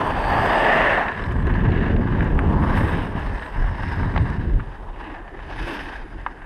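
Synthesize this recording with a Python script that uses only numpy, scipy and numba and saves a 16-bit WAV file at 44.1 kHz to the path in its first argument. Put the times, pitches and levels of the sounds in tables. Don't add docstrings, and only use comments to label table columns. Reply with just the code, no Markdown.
import sys
import numpy as np
from scipy import signal
from scipy.fft import rfft, irfft
from scipy.io import wavfile
from scipy.ndimage import uniform_filter1d
from numba import njit

SR = 44100
rng = np.random.default_rng(int(sys.argv[2]) if len(sys.argv) > 2 else 0)


def invert_db(x):
    u = np.asarray(x, float) / 20
    return 10 ** u


def wrap_up_sound(samples):
    columns = np.atleast_2d(samples).T
    tamed = np.clip(columns, -1, 1)
    steps = np.round(tamed * 32767).astype(np.int16)
    wavfile.write(sys.argv[1], SR, steps)


N = 284445

# (time [s], strength [dB], turbulence [dB])
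WIND_GUSTS = [(0.0, -31, -1.5), (.4, -25.5, -13), (.63, -40, 6.5), (.9, -32.5, 1), (1.17, -34.5, -3.5),
              (1.27, -26, -11), (1.4, -20, -9), (1.7, -15.5, -7), (2.2, -23, -1.5), (2.65, -16.5, -6.5),
              (3.0, -24, -3.5), (3.12, -27.5, -3.5), (3.25, -25.5, -10.5), (3.38, -30, -4.5),
              (3.5, -45, -21), (3.58, -28.5, -12), (3.68, -29, -17), (4.15, -21, -12), (4.58, -24, -11),
              (4.66, -39.5, -20), (5.3, -45.5, -12), (6.45, -50, -0.5)]
# (time [s], strength [dB], heave share [dB])
PORT_SLAPS = [(.42, -29, 3), (1.4, -43, -15), (1.64, -22, 4), (1.72, -18.5, -10), (1.92, -18, -8),
              (2.12, -18.5, -2), (2.25, -20, 4), (2.35, -20, 7.5), (2.49, -16, -24), (2.64, -32, 8),
              (2.93, -27, -0.5), (3.36, -38, 19), (3.65, -28.5, 11), (3.88, -44, 4), (4.02, -22.5, -2),
              (4.22, -17, -20), (4.56, -31, 18), (4.9, -54, 25), (5.51, -40.5, 12), (5.62, -34.5, 13.5),
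              (5.84, -42.5, 14), (6.041, -46, 21), (6.2, -37, 7)]
# (frequency [Hz], level [dB per Hz])
FLUTTER_SPECTRUM = [(71, -41), (120, 5), (247, -3.5), (430, -10), (700, -14.5), (910, -47), (1540, -120)]
# (peak time [s], rise [s], fall [s], level [dB])
GLIDE_HUMS = [
    (5.09, 0.067, 0.052, -40),
    (5.2, 0.016, 0.032, -41),
    (5.322, 0.006, 0.046, -34.5),
    (5.66, 0.11, 0.2, -34.5),
    (5.85, 0.055, 0.066, -35.5),
    (6.058, 0.02, 0.013, -38),
    (6.15, .015, 0.026, -38),
    (6.32, 0.05, 0.043, -42.5),
]
# (time [s], peak level [dB], first pitch [Hz], time to peak [s], narrowness [1])
ICE_PINGS = [
    (2.3901, -10.5, 4400, .0012, 4.5),
    (6.2637, -8.5, 1700, .00052, .8),
    (4.5965, -25, 2600, .001, 2.5),
]
# (time [s], peak level [dB], body [Hz], ring t60 [s], crack re ring [dB])
STICK_KNOCKS = [(0.241, -13, 880, 0.0088, 21), (0.452, -17, 800, 0.011, 8), (1.083, -13.5, 1680, 0.017, 0),
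                (1.175, -22, 1670, 0.019, 7), (1.311, -25, 1700, 0.023, 0), (1.651, -24, 1610, 0.017, -5),
                (1.965, -24, 905, 0.013, 15), (2.2065, -15.5, 1690, 0.011, 6),
                (2.224, -22, 1620, 0.021, -3), (2.3935, -22, 1500, 0.015, 15),
                (2.9365, -19.5, 860, 0.026, 3), (2.984, -21, 860, 0.03, -5), (3.56, -24, 940, 0.02, -3),
                (3.642, -20, 810, 0.018, 2), (4.031, -18.5, 920, 0.02, -6), (4.14, -20, 1010, 0.0065, 8),
                (4.1615, -13.5, 920, 0.0086, 10), (4.163, -14, 1120, 0.0059, 23),
                (4.1765, -10, 900, 0.0091, 19), (4.1783, -19.5, 1084, 0.033, 26),
                (4.5975, -30, 1200, 0.0083, -8), (4.602, -23.5, 1620, 0.0064, 1),
                (4.606, -34, 1580, 0.0092, -10), (4.96, -30, 870, 0.017, 7), (5.277, -30, 1750, 0.017, -9),
                (5.391, -24, 830, 0.01, 7), (6.2642, -19, 1680, 0.012, 10), (6.2672, -17.5, 930, 0.022, 8)]
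# (time [s], peak level [dB], tick [Hz], dull body re tick [dB])
ICE_CHIPS = [(0.879, -37, 3380, 12), (1.0441, -42, 3570, 12), (1.0826, -29, 3580, 12),
             (1.127, -35, 3510, 11), (1.237, -29, 3570, 9), (1.309, -43, 3590, 14), (1.3484, -48, 3510, 10),
             (1.4234, -40.5, 3670, 12), (1.4684, -38, 3810, 14), (1.513, -46, 3340, 14),
             (1.5389, -37, 3880, 17), (1.6039, -39, 3390, 12), (1.6399, -47, 3350, 12),
             (1.6504, -49, 3420, 12), (1.7026, -42, 3880, 12), (1.719, -37, 3750, 16.5),
             (1.77, -42, 3370, 12), (1.8248, -45, 3500, 12), (1.9444, -49, 3320, 12),
             (1.9628, -39, 3440, 16), (2.1129, -45, 3830, 12), (2.2064, -48, 3580, 7),
             (2.2239, -44, 3320, 9), (2.3989, -49, 3330, 12), (2.5238, -43, 3480, 12),
             (2.7671, -40, 3780, 10), (2.9863, -47, 3360, 12), (3.2846, -42.5, 3780, 11),
             (3.3938, -41, 3710, 12), (3.4303, -38, 3480, 12), (3.4607, -37, 3710, 13),
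             (3.8777, -38, 3700, 12), (4.139, -44, 3330, 12), (4.1633, -35, 3640, 13),
             (4.1751, -30, 3540, 12), (4.2988, -40, 3350, 12), (5.5814, -41, 3560, 10),
             (5.7924, -35, 3530, 15)]
# (time [s], peak level [dB], tick [Hz])
ICE_SPLINTERS = [(1.0063, -48, 5280), (1.0442, -48, 5280), (1.1605, -56, 5410), (1.1744, -53, 5110),
                 (1.1989, -51, 5240), (1.2368, -47, 5040), (1.3211, -44, 5690), (1.4244, -51, 5130),
                 (1.468, -45, 5330), (1.4847, -54, 5180), (1.5386, -53, 5060), (1.604, -56, 5030),
                 (1.6379, -51, 5180), (1.6608, -58, 5030), (1.7147, -52, 5490), (1.9352, -54, 5010),
                 (2.0135, -62, 5020), (2.1133, -57, 5090), (2.1557, -57, 5270), (2.225, -51, 5310),
                 (2.2435, -44, 5630), (2.3488, -45, 5130), (2.3902, -43, 8500), (2.4191, -60, 5080),
                 (2.4969, -52, 5000), (2.5244, -47, 5040), (2.6152, -54, 5050), (3.0557, -50, 5180),
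                 (3.125, -53, 5120), (3.1619, -53, 5360), (3.1938, -46, 5280), (3.2417, -50, 5090),
                 (3.2916, -51, 5250), (3.3415, -52, 5330), (3.4617, -50, 5500), (3.5685, -52, 8270),
                 (3.6239, -54, 5140), (3.6947, -55, 5000), (3.6947, -53, 5280), (3.8279, -53, 5030),
                 (3.8783, -53, 5330), (3.8987, -52, 5400), (4.1387, -49, 5220), (4.1621, -47, 5050),
                 (4.2205, -54, 5250), (4.2998, -42, 5060)]
# (peak time [s], rise [s], fall [s], pressure [dB], skid as ice thrown re pressure [dB])
EDGE_PUSHES = [(0.0, .1, 0.11, -32.5, -20.5), (.4, 0.34, 0.31, -29.5, -22.5), (.6, 0.29, 0.21, -26.5, -26),
               (.77, 0.21, 0.21, -18, -38.5), (.9, 0.13, 0.12, -19.5, -38.5),
               (1.201, 0.2, 0.27, -36.5, -27.5), (1.55, 0.14, 0.2, -33.5, -37.5),
               (1.801, 0.13, 0.17, -31.5, -34), (2.222, 0.19, 0.11, -33, -32.5),
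               (2.48, 0.057, 0.046, -40.5, -27), (2.749, 0.16, 0.25, -32, -28.5),
               (2.92, 0.32, 0.26, -35, -25), (3.3, 0.14, 0.9, -38, -23.5), (3.67, 0.084, 0.039, -44, -30),
               (3.89, 0.12, 0.31, -36.5, -24), (4.25, 0.2, 0.2, -37.5, -23.5),
               (4.62, 0.3, 0.42, -53, -16.5), (5.0, 0.04, 0.11, -47.5, -18), (5.099, 0.11, 0.13, -42, -30),
               (5.38, 0.089, 0.64, -45, -29), (5.691, 0.16, 0.18, -34, -15.5),
               (5.93, 0.18, 0.063, -39, -27), (6.28, 0.52, 0.17, -47, -21.5),
               (6.45, 0.078, .1, -44.5, -36.5)]
# (time [s], weight [dB], drone [Hz], edge lean [dB])
BLADE_GLIDE = [(0.0, -21, 980, 6.5), (.17, -27.5, 800, 6.5), (.3, -24.5, 800, 5), (.55, -23.5, 708, 5.5),
               (.94, -26, 617, 5), (1.14, -32.5, 978, 2.5), (1.75, -36, 900, 7), (2.12, -35.5, 916, 5.5),
               (2.4, -33, 814, 6), (2.66, -27.5, 920, 2), (2.97, -33, 870, 5.5), (3.6, -36.5, 898, 0.5),
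               (4.28, -34.5, 905, -2.5), (4.45, -40.5, 910, 1), (5.08, -38.5, 847, 6.5),
               (5.3, -44.5, 734, 2), (5.69, -34.5, 900, 5), (6.02, -44, 803, 2)]
# (time [s], fine ring [Hz], port facing the ice [dB])
HEAD_TURNS = [(0.0, 8900, 3.5), (.3, 8400, 3), (.9, 8200, -0.5), (1.4, 8250, 5), (1.75, 8740, -8),
              (2.5, 8200, 1.5), (2.68, 9700, 1.5), (2.79, 9350, 8.5), (2.9, 8600, 4.5), (3.2, 8700, 2),
              (3.5, 8450, 3), (3.75, 8800, -2), (4.0, 8400, 1), (4.2, 8350, -4), (5.0, 8570, -1),
              (5.3, 9300, -9), (5.7, 10000, 1), (5.95, 9700, -3), (6.45, 8760, -3)]
# (time [s], ring [Hz], ring level [dB])
SEAM_SPRAY = [(0.0, 4660, 0), (.3, 4850, 7), (.7, 4950, 1.5), (1.05, 4820, -4), (1.25, 5250, 7.5),
              (1.45, 4820, -4), (1.9, 4730, 5.5), (2.25, 5000, 2.5), (2.5, 4820, -3), (2.85, 5500, 0),
              (3.3, 5100, -4), (3.6, 5350, 3), (3.95, 5280, 4.5), (4.2, 5120, -7), (5.3, 4930, -6),
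              (5.7, 5120, -8.5), (6.45, 5100, -7)]
# (frequency [Hz], level [dB per Hz])
HOUSING_SPECTRUM = [(240, -17.5), (400, 5.5), (480, -7.5), (594, -2.5), (968, -1.5), (1310, -1),
                    (1730, -4.5), (2340, -12.5), (2900, -22), (4120, -44.5), (5330, -48.5), (6910, -53),
                    (8680, -43.5), (12900, -49), (15300, -45)]
# (frequency [Hz], width [Hz], gain [dB])
CAVITY_RINGS = [(1840, 240, 3.5), (2666, 770, 9), (3720, 1040, 8.5), (5080, 1700, 10.5), (6270, 300, 7),
                (8200, 580, 4.5), (12900, 700, 12), (14700, 500, 4), (6900, 380, -3.5), (13800, 600, -3)]

ATTACK_S = 0.0003


def level(x, db=0):
    return x * invert_db(db) / np.sqrt(np.mean(x ** 2))


def curves(table):
    s, *columns = np.transpose(table)
    return [np.interp(np.arange(N) / SR, s, column) for column in columns]


def swells(peak_s, rise_s, fall_s, db):
    swell_db, roundness = 14, 0.63
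    t = np.arange(0, N + 64, 64) / SR
    peak = np.c_[peak_s]
    away = (t - peak) / np.where(t < peak, -np.c_[rise_s], np.c_[fall_s])
    swell = np.c_[db] - swell_db * (np.hypot(away, roundness) - roundness)
    power = np.sum(invert_db(swell) ** 2, axis=0)
    return np.interp(np.arange(N) / SR, t, 10 * np.log10(power + 1e-10))


def walk(rate):
    k = max(int(SR / rate), 2)
    held = np.repeat(rng.standard_normal(N // k + 1), k)
    return 1.47 * uniform_filter1d(uniform_filter1d(held, k), k)[:N]


def noise():
    return rng.standard_normal(N)


def grit(per_s, spread_db):
    chance = rng.random((3, N))
    size_db = np.minimum(-spread_db * np.log(1 - chance[2]), 13)
    return (chance[0] < per_s / SR) * np.sign(chance[1] - 0.5) * invert_db(size_db)


def band(x, lo_hz, hi_hz, order=3):
    return signal.sosfilt(signal.butter(order, [lo_hz, hi_hz], "band", fs=SR, output="sos"), x)


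def lowpass(x, hz, order):
    return signal.sosfilt(signal.butter(order, hz, fs=SR, output="sos"), x)


@njit
def svf(x, hz, width):
    y, b, l = np.empty(len(x)), 0., 0.
    for i in range(len(x)):
        g, k = np.tan(np.pi * hz[i] / SR), width / hz[i]
        v = (b + g * (x[i] - l)) / (1 + g * (g + k))
        b, l, y[i] = 2 * v - b, l + 2 * g * v, k * v
    return y


def ring(x, hz, width):
    return svf(svf(x, hz, width), hz, width)


def colour(x, points, rings=()):
    size = 8192
    hz = np.maximum(np.arange(size // 2 + 1) * SR / size, 1)
    point_hz, point_db = np.transpose(points)
    db = np.interp(np.log(hz), np.log(point_hz), point_db)
    db = db + sum(g / (1 + ((hz - f) / w * 2) ** 2) for f, w, g in rings)
    cepstrum = irfft(np.log(invert_db(db)))
    cepstrum[1:size // 2] *= 2
    cepstrum[size // 2 + 1:] = 0
    response = irfft(np.exp(rfft(cepstrum)))[:size // 2]
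    return signal.fftconvolve(x, response)[:N]


def microphone_hiss():
    hiss = level(band(noise(), 9700, 10500, order=2), -80.5)
    hiss = hiss + level(band(noise(), 5600, 9000, order=2), -77)
    return hiss + level(band(noise(), 11000, 15300, order=2), -90.5) * invert_db(2.5 * walk(12))


def snow_bank(hits):
    t = np.arange(SR // 4) / SR
    smear = rng.standard_normal(len(t)) * np.exp(-t / 0.024)
    smear = level(band(smear, 470, 2300, order=2), -62)
    return signal.fftconvolve(hits, smear)[:N]


def glide_hum():
    hz = 310 * (1 + 0.05 * walk(14))
    drone = ring(noise(), hz, 85.0) * invert_db(1.2 * walk(30))
    return level(drone, -0.2) * invert_db(swells(*np.transpose(GLIDE_HUMS)))


def ice_pings():
    out, t = np.zeros(N + SR), np.arange(SR // 50) / SR
    last_hz = 1050
    for s, db, first_hz, peak_s, narrow in ICE_PINGS:
        x = t / peak_s
        hz = last_hz + (first_hz - last_hz) * np.exp(-1.6 * x)
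        swell = (x * np.exp(1 - x)) ** narrow
        out[int(s * SR):][:len(t)] += invert_db(db) * swell * np.sin(2 * np.pi * np.cumsum(hz) / SR)
    return lowpass(out[:N], 3500, 4)


def knocks():
    out, t = np.zeros(N + SR), np.arange(SR // 8) / SR
    modes = ((1, 19, 1.2), (1.4, 15, 1.6), (1.7, 14, 1.1), (2.15, 11, 1.1))  # (ratio, dB, decay power)
    bend = t + 0.0001 * (1 - np.exp(-t / 0.0005))
    for s, db, hz, t60, crack_db in STICK_KNOCKS:
        fade = np.exp(-np.log(1000) * t / max(t60, 0.003)) * (1 - np.exp(-t / ATTACK_S))
        body = sum(invert_db(g) * np.sin(2 * np.pi * hz * k * bend) * fade ** d for k, g, d in modes)
        high_ring = invert_db(-13) * np.sin(2 * np.pi * 3700 * t) * fade
        crack = band(rng.standard_normal(len(t)) * fade ** 4.1, 2000, 4800, order=2)
        hit = lowpass(body, 2400, 6) + high_ring + invert_db(crack_db) * crack
        hit = lowpass(hit, 4300, 4)
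        hit = invert_db(db) * hit / np.max(np.abs(hit))
        out[int(s * SR):][:len(t)] += hit
        out[int((s + 0.0036) * SR):][:len(t)] += invert_db(-21) * hit
    return out[:N]


def wind():
    gust_db, turbulence_db = curves(WIND_GUSTS)
    s, slap_db, share_db = np.transpose(PORT_SLAPS)
    rise_s, fall_s = np.full_like(s, 0.079), np.full_like(s, 0.04)
    puff = 0.7 * walk(9)
    eddies = level(grit(300, spread_db=-0.5)) + level(noise(), -1.1)

    heave = level(band(noise(), 24, 46, order=2), -4.5)
    heave_slaps = invert_db(swells(s, rise_s, fall_s, slap_db + share_db))
    heave = heave * np.hypot(invert_db(-10.5 + 0.5 * gust_db), heave_slaps)

    thump = level(band(eddies, 54.7, 137.7, order=2) * invert_db(puff))
    thump = thump * np.hypot(invert_db(gust_db - 0.5), invert_db(swells(s, rise_s, fall_s, slap_db)))

    flutter = level(colour(eddies, FLUTTER_SPECTRUM) * invert_db(puff + 1.3 * walk(22.15)))
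    flutter = flutter * invert_db(gust_db + turbulence_db + 0.5)

    weight_db = curves(BLADE_GLIDE)[0]
    sole = level(band(eddies[::-1], 190, 480, order=2)) * invert_db(weight_db - 5.5 + 1.2 * walk(20))
    return heave + thump + flutter + sole


def chips():
    out, t = np.zeros(N + SR), np.arange(SR // 20) / SR
    fade = np.exp(-t / 0.0029) * np.minimum(t / ATTACK_S, 1)
    for s, db, hz, body_db in ICE_CHIPS:
        crumble = rng.standard_normal(len(t)) * fade
        tick = band(crumble, hz, 1.15 * hz, order=4)
        body = band(crumble, 1200, 3000, order=4)
        for part, part_db in ((tick, -8), (body, body_db - 5)):
            out[int(s * SR):][:len(t)] += invert_db(db + part_db) * part / np.max(np.abs(part))
    for s, db, hz in ICE_SPLINTERS:
        crumble = rng.standard_normal(len(t)) * fade
        tick = band(crumble, hz, 1.2 * hz)
        tick = tick + invert_db(-8) * band(crumble, 7500, 10500) + invert_db(-17) * band(crumble, 10500, 14500)
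        out[int(s * SR):][:len(t)] += invert_db(db - 4) * tick / np.max(np.abs(tick))
    return out[:N]


def edge_shaving(judder, light):
    shave = judder * (level(grit(2500, spread_db=0.0), -7) + level(noise(), -9.5))
    return shave + level(grit(45, spread_db=0.5), -18) * light


def thrown_powder(shave, judder, fine_hz):
    powder = level(shave, -24) + judder ** 0.87 * noise()
    powder = colour(powder, HOUSING_SPECTRUM, CAVITY_RINGS)
    bounce = np.interp(np.arange(N) - 2 * SR / fine_hz, np.arange(N), powder)
    return powder + 0.14 * bounce


def blades():
    s, rise_s, fall_s, press_db, throw_db = np.transpose(EDGE_PUSHES)
    cut_db = swells(s, rise_s, fall_s, press_db)
    spray_db = swells(s, rise_s, fall_s, press_db + throw_db)
    skid_db = spray_db - cut_db
    weight_db, drone_hz, lean_db = curves(BLADE_GLIDE)
    fine_hz, facing_db = curves(HEAD_TURNS)
    spray_hz, seam_db = curves(SEAM_SPRAY)

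    light = np.clip((-cut_db - 15) / 20, 0.35, 1)
    judder = invert_db(light * (0.8 * walk(40) + 1.7 * walk(110)))
    shave = edge_shaving(judder, light)
    powder = thrown_powder(shave, judder, fine_hz)
    heard = colour(shave, HOUSING_SPECTRUM, CAVITY_RINGS)

    drone = level(band(heard, 475, 1150), 0.68) + level(ring(shave, drone_hz, 314.0), -2)
    drone_db = weight_db + 0.3 * (cut_db + 39)

    cut_hz = 1660 + 13 * np.maximum(cut_db + 25.5, 0) + 30 * walk(9.7)
    cut = level(band(heard, 1533, 2290), -5.5) + level(ring(shave, cut_hz, 298.0), -4.5)

    rasp_hz = 2837 + 7.6 * (skid_db + 23.5) + 40 * walk(6.9)
    rasp = level(band(heard, 2570, 4250, order=4)) + level(ring(shave, rasp_hz, 420.0), -4)
    cavity = level(ring(shave, 3720 * (1 + 0.012 * walk(8)), 450.0), -8)
    rasp = rasp + cavity * invert_db(1.1 * walk(9) - 0.5 * lean_db)
    rasp_db = cut_db + 0.4 + 0.59 * skid_db + lean_db

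    whistle = level(ring(powder, spray_hz * (1 + 0.015 * walk(10)), 600.0), -5.5)
    spray = level(band(powder, 4250, 7000, order=4)) + whistle * invert_db(1.5 * walk(14) + seam_db)

    fine_ring = level(ring(noise(), fine_hz * (1 + 0.015 * walk(12)), 800.0), -3.5)
    fine = level(band(powder, 7000, 11500, order=4), -3) + fine_ring * invert_db(2.0 * walk(30))
    fine_db = spray_db - 12.5 - 0.19 * skid_db + facing_db + 1.2 * light * walk(60)

    air = band(powder, 11500, 15500, order=4)
    air_db = -76.5 + 1.4 * (fine_db + 64.5) + 1.5 * light * walk(60)

    layers = ((cut, cut_db), (drone, drone_db), (rasp, rasp_db),
              (spray, spray_db), (fine, fine_db), (air, air_db))
    return sum(level(x) * invert_db(db + 0.7 * light * walk(25)) for x, db in layers)


def scene():
    hits = knocks() + ice_pings()
    background = microphone_hiss() + snow_bank(hits) + glide_hum() + hits
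    return (background + wind() + chips() + blades())[None]


def roll_off(x):
    return signal.sosfilt(signal.butter(12, 15300, fs=SR, output="sos"), x)


def record(dry):
    soft = np.tanh(0.78 * dry) / 0.84
    top_cut = signal.ellip(8, 0.2, 70, 15330, fs=SR, output="sos")
    return roll_off(signal.sosfilt(top_cut, soft))


dry = scene()
out = record(dry)
wrap_up_sound(out)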